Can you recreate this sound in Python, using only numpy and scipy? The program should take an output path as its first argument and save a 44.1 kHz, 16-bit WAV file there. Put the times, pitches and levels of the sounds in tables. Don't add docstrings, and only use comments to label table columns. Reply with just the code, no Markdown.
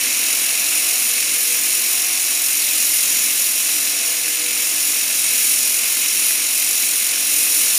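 import sys
import numpy as np
from scipy import signal
from scipy.fft import rfft, irfft
from scipy.io import wavfile

SR = 44100
rng = np.random.default_rng(int(sys.argv[2]) if len(sys.argv) > 2 else 0)


def to_wav(s):
    ch = np.atleast_2d(s).T
    pcm = np.round(np.clip(ch, -1, 1) * 32767)
    wavfile.write(sys.argv[1], SR, pcm.astype(np.int16))


N = 343092

# t/s, speed/(turns per s)
SHAFT_SPEED = [(0.0, 44.16), (0.9, 44.76), (1.42, 43.88), (1.63, 43.75), (2.2, 45.35), (2.35, 45.15),
               (2.74, 43.82), (3.05, 43.42), (3.56, 44.15), (4.1, 44.25), (4.43, 43.86), (5.55, 43.6),
               (5.94, 44.3), (6.36, 44.47), (6.63, 44.99), (7.15, 44.51), (7.42, 43.62), (7.78, 43.96)]
# t/s, level/dB
STEAM_FLOW = [(0.0, -0.7), (0.72, -0.1), (1.72, -0.6), (2.29, -1.3), (2.95, 2), (3.53, -1.1), (3.77, -0.5),
              (4.25, -2.8), (4.55, -2.5), (4.95, -0.4), (5.04, -1.5), (5.37, 1.5), (6.0, 0), (6.3, 0.2),
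              (6.45, -1.7), (6.66, 0.5), (7.06, -2), (7.78, 3.5)]
# position/turn, level/dB
PUFF_SHAPE = [(0, -1.6), (.38, -1.3), (.45, 1.1), (.57, 1.9), (.72, .6), (.88, .1), (1, -1.6)]
# f/Hz, level/dB
JET_SPECTRUM = [(1200, -45.5), (2500, -21.5), (4500, -18.5), (8000, -19.5), (10000, -14), (12500, -18.5),
                (14500, -18), (15500, -22)]
# f/Hz, relative level/dB
DROPLET_PINGS = [(4200, -4), (5700, -1), (6900, -1), (8000, -1), (9100, 0), (9900, 0), (10700, 0),
                 (11700, 1), (12800, 1), (13800, 1), (14700, 1)]
# position/turn, relative level/dB
KNOCK_POINTS = [(.03, -2.5), (0.211, -3), (0.501, 0), (.8, -3)]
# f/Hz, level/dB
RATTLE_SPECTRUM = [(25, -60), (70, -46), (110, -39), (190, -41), (260, -27.5), (420, -31), (850, -31),
                   (1500, -25.5), (2400, -14), (3300, -23.5), (6000, -41)]
# multiple of shaft speed, level/dB, change/(dB per extra turn per s)
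HUM_HARMONICS = [(2, -70, .4), (3, -64.5, -2), (5, -59.5, -2), (7, -56, -7), (8, -55, 2), (11, -58.5, -1),
                 (13, -62.5, 1), (14, -63.5, -4), (15, -54, 0), (16, -55.5, 3.7), (17, -60, 2.5),
                 (18, -61, .5), (21, -64, -2), (24, -56, 2), (25, -59.5, 3.7), (28, -60, 0),
                 (29, -59.5, -1), (32, -56, -1), (39, -54.5, -1), (59, -48.5, 1)]
# t/s, level/dB
DRONE_SWELL = [(0, -18), (1.35, 10), (1.9, -8), (3.4, -8), (4.2, 10), (4.8, 2), (6.2, -2), (7.0, 6),
               (7.78, 4)]
# t/s, relative level/dB
SPIT_HITS = [(2.0204, -2), (3.0074, -4), (3.029, 1.5), (3.599, -5), (6.104, -4), (7.7554, 0)]
# f/Hz, width/Hz, level/dB
BASE_MODES = [(179, 17, 6), (223, 39, -4), (243.6, 10, 12), (264, 44, -2), (300, 11, 8.5), (461, 17, -6),
              (484.7, 12.7, 9.5), (594, 21, 3.5), (860, 140, -2.5), (1410, 24, 1)]
METAL_MODES = [(1628, 101, -2.9), (1735, 114, 2.2), (1852, 111, -5.9), (1978, 44, -4.2), (2131, 66, 2.9),
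               (2202, 56, -5.1), (2275, 30, 3.6), (2328, 46, -3.8), (2383, 52, -5.0), (2471, 41, 4.9),
               (2519, 76, -8.2), (2604, 85, 4.3), (2679, 16, 4.2), (2706, 28, -4.1), (2733, 19, -8.7),
               (2784, 125, 2.7), (2888, 18, -5.5), (2966, 14, 5.2), (3078, 35, -6.2), (3127, 15, 6.4),
               (3169, 48, -5.1), (3452, 36, -2.8), (3557, 18, 3.4), (3599, 37, -3.3), (3762, 60, -2.9),
               (3854, 58, 5.1), (4005, 108, 2.9), (4167, 27, -4.8), (4242, 24, 5.2)]
CAVITY_MODES = [(4550, 115, -3.8), (4709, 49, -2.8), (5438, 39, -3.0), (5534, 50, 2.9), (5678, 496, 6.3),
                (6873, 468, 6.8), (7045, 51, 3.6), (8252, 59, -3.5), (9073, 471, 4.9), (10590, 490, 3.9),
                (12544, 48, 3.7), (13896, 402, 2.5)]


def steam_hiss(turns, flow_db, droplet_db=-6.5, puff_depth=0.87, hiss_db=-0.5):
    wetness = from_db(droplet_db)
    jet = (rng.standard_normal(N) + wetness * droplets()) / np.hypot(1, wetness)
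    puff_db = puff_depth * np.interp(turns % 1, *np.transpose(PUFF_SHAPE))
    flutter_db = signal.sawtooth(2 * np.pi * 8 * turns, width=0)
    jet *= from_db(hiss_db + puff_db + flutter_db + 0.34 * drift(59))
    jet = engine_body(colour(jet, JET_SPECTRUM))
    low, core = split(jet, hz=8000)
    jet = from_db(0.42 * flow_db) * low + from_db(0.88 * flow_db + 0.63 * drift(3.7)) * core
    edge = signal.lfilter(*signal.iirpeak(11300, Q=10, fs=SR), jet)
    jet += (from_db(0.63 * flow_db + 0.9 * drift(2.1)) - 1) * edge
    below, spray = split(jet, hz=12000)
    return below + from_db(0.6 * drift(5.5)) * spray


def droplets(width_hz=700, clump_db=2.0):
    out = np.zeros(N)
    for hz, db in DROPLET_PINGS:
        clicks = grains(per_s=260, spread_db=1.0) * from_db(db + clump_db * drift(7.2))
        out += signal.lfilter(*signal.iirpeak(hz, hz / width_hz, fs=SR), clicks)
    return rms_one(out)


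def linkage_rattle(turns, speed_offset, knock_db=-6.5, scrape_db=-2.0, scatter_turns=.035, uneven_db=3.0):
    settling_db = 2.5 * np.exp(-np.arange(N) / (0.68 * SR))
    level_db = -0.22 + settling_db - 0.3 * speed_offset + .5 * drift(3.7)
    strikes = np.zeros(N)
    whole_turns = np.arange(int(turns[-1]))
    for position, contact_db in KNOCK_POINTS:
        late, strength = rng.standard_normal((len(whole_turns), 2)).T
        at = np.interp(whole_turns + position + scatter_turns * late, turns, np.arange(N)).astype(int)
        strikes[at] = from_db(contact_db + uneven_db * np.clip(strength, -2, 2))
    knocks = from_db(knock_db) * rms_one(bursts(strikes, decay_s=0.0014))
    scrape = from_db(scrape_db) * grains(per_s=10000, spread_db=2.0)
    return from_db(level_db) * engine_body(colour(knocks + scrape, RATTLE_SPECTRUM))


def shaft_hum(turns, speed_offset, trim_db=0.45, waver_db=2.0, drone_multiple=11):
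    drone_db = in_time(DRONE_SWELL)
    whine_db = 1.45 * drift(2)
    out = np.zeros(N)
    for multiple, db, db_per_speed in HUM_HARMONICS:
        phase = 2 * np.pi * (multiple * turns + rng.random()) + .2 * drift(3)
        tuning_db = np.minimum(db_per_speed * speed_offset, 5)
        swell_db = drone_db * (multiple == drone_multiple) + whine_db * (multiple > drone_multiple)
        level_db = trim_db + db + tuning_db + swell_db + waver_db * drift(3.4)
        out += np.sqrt(2) * from_db(level_db) * np.sin(phase)
    return out


def spits(trim_db=4.0):
    strikes = np.zeros(N)
    for s, db in SPIT_HITS:
        strikes[round(s * SR)] = from_db(db + trim_db)
    return engine_body(colour(bursts(strikes, decay_s=0.0015), JET_SPECTRUM))


def engine_body(x):
    sections = []
    for hz, width_hz, db in [*BASE_MODES, *METAL_MODES, *CAVITY_MODES]:
        b, a = signal.iirpeak(hz, hz / width_hz, fs=SR)
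        sections.append(np.r_[a + (from_db(db) - 1) * b, a])
    return signal.sosfilt(np.array(sections), x + 1e-18)


def reflections(x, echo_db=-9.5, count=16, delay_s=(.005, .03)):
    echoes = np.zeros(N)
    for lag in (rng.uniform(*delay_s, count) * SR).astype(int):
        echoes[lag:] += rng.choice([-1, 1]) * x[:-lag] / np.sqrt(count)
    return (x + from_db(echo_db) * echoes) / np.hypot(1, from_db(echo_db))


def grains(per_s, spread_db):
    sizes = from_db(spread_db * np.minimum(rng.exponential(1, N), 3))
    signs = rng.choice([-1, 1], N)
    return rms_one(sizes * signs * (rng.random(N) < per_s / SR))


def bursts(strikes, decay_s):
    power = signal.lfilter([1], [1, -np.exp(-2 / (decay_s * SR))], strikes ** 2 + 1e-18)
    return np.sqrt(power) * rng.standard_normal(N)


def drift(rate, hop=40, warm_up=2000):
    pole = np.exp(-2 * np.pi * rate * hop / SR)
    noise = rng.standard_normal(N // hop + warm_up + 2)
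    slow = signal.lfilter([1], [1, -2 * pole, pole * pole], noise)[warm_up:]
    return np.interp(np.arange(N) / hop, np.arange(len(slow)), rms_one(slow))


def colour(x, spectrum, size=8192):
    hz = np.maximum(np.fft.rfftfreq(size, 1 / SR), 1)
    points_hz, db = np.transpose(spectrum)
    roll_off = np.clip(hz / points_hz[0], .05, 1) ** 2
    gain = from_db(np.interp(np.log(hz), np.log(points_hz), db)) * roll_off
    cepstrum = irfft(np.log(gain))[:size // 2]
    causal = np.r_[cepstrum[0], 2 * cepstrum[1:]]
    response = irfft(np.exp(rfft(causal, size)))
    return signal.fftconvolve(x, response)[:N]


def split(x, hz):
    filters = [signal.butter(4, hz, kind, fs=SR, output="sos") for kind in ("low", "high")]
    return [signal.sosfilt(np.tile(sos, (2, 1)), x) for sos in filters]


def in_time(curve):
    return np.interp(np.arange(N) / SR, *np.transpose(curve))


def from_db(db):
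    return 10 ** (np.asarray(db) / 20)


def rms_one(x):
    return x / np.sqrt(np.mean(x ** 2) + 1e-20)


def scene():
    speed = in_time(SHAFT_SPEED)
    speed_offset = speed - speed.mean()
    turns = np.cumsum(speed) / SR
    exhaust = reflections(steam_hiss(turns, in_time(STEAM_FLOW)) + spits())
    return (exhaust + linkage_rattle(turns, speed_offset) + shaft_hum(turns, speed_offset))[None]


def record(dry):
    cutoff_hz = 15480
    return signal.sosfilt(signal.ellip(12, .1, 90, cutoff_hz, fs=SR, output="sos"), dry)


dry = scene()
out = record(dry)
to_wav(out)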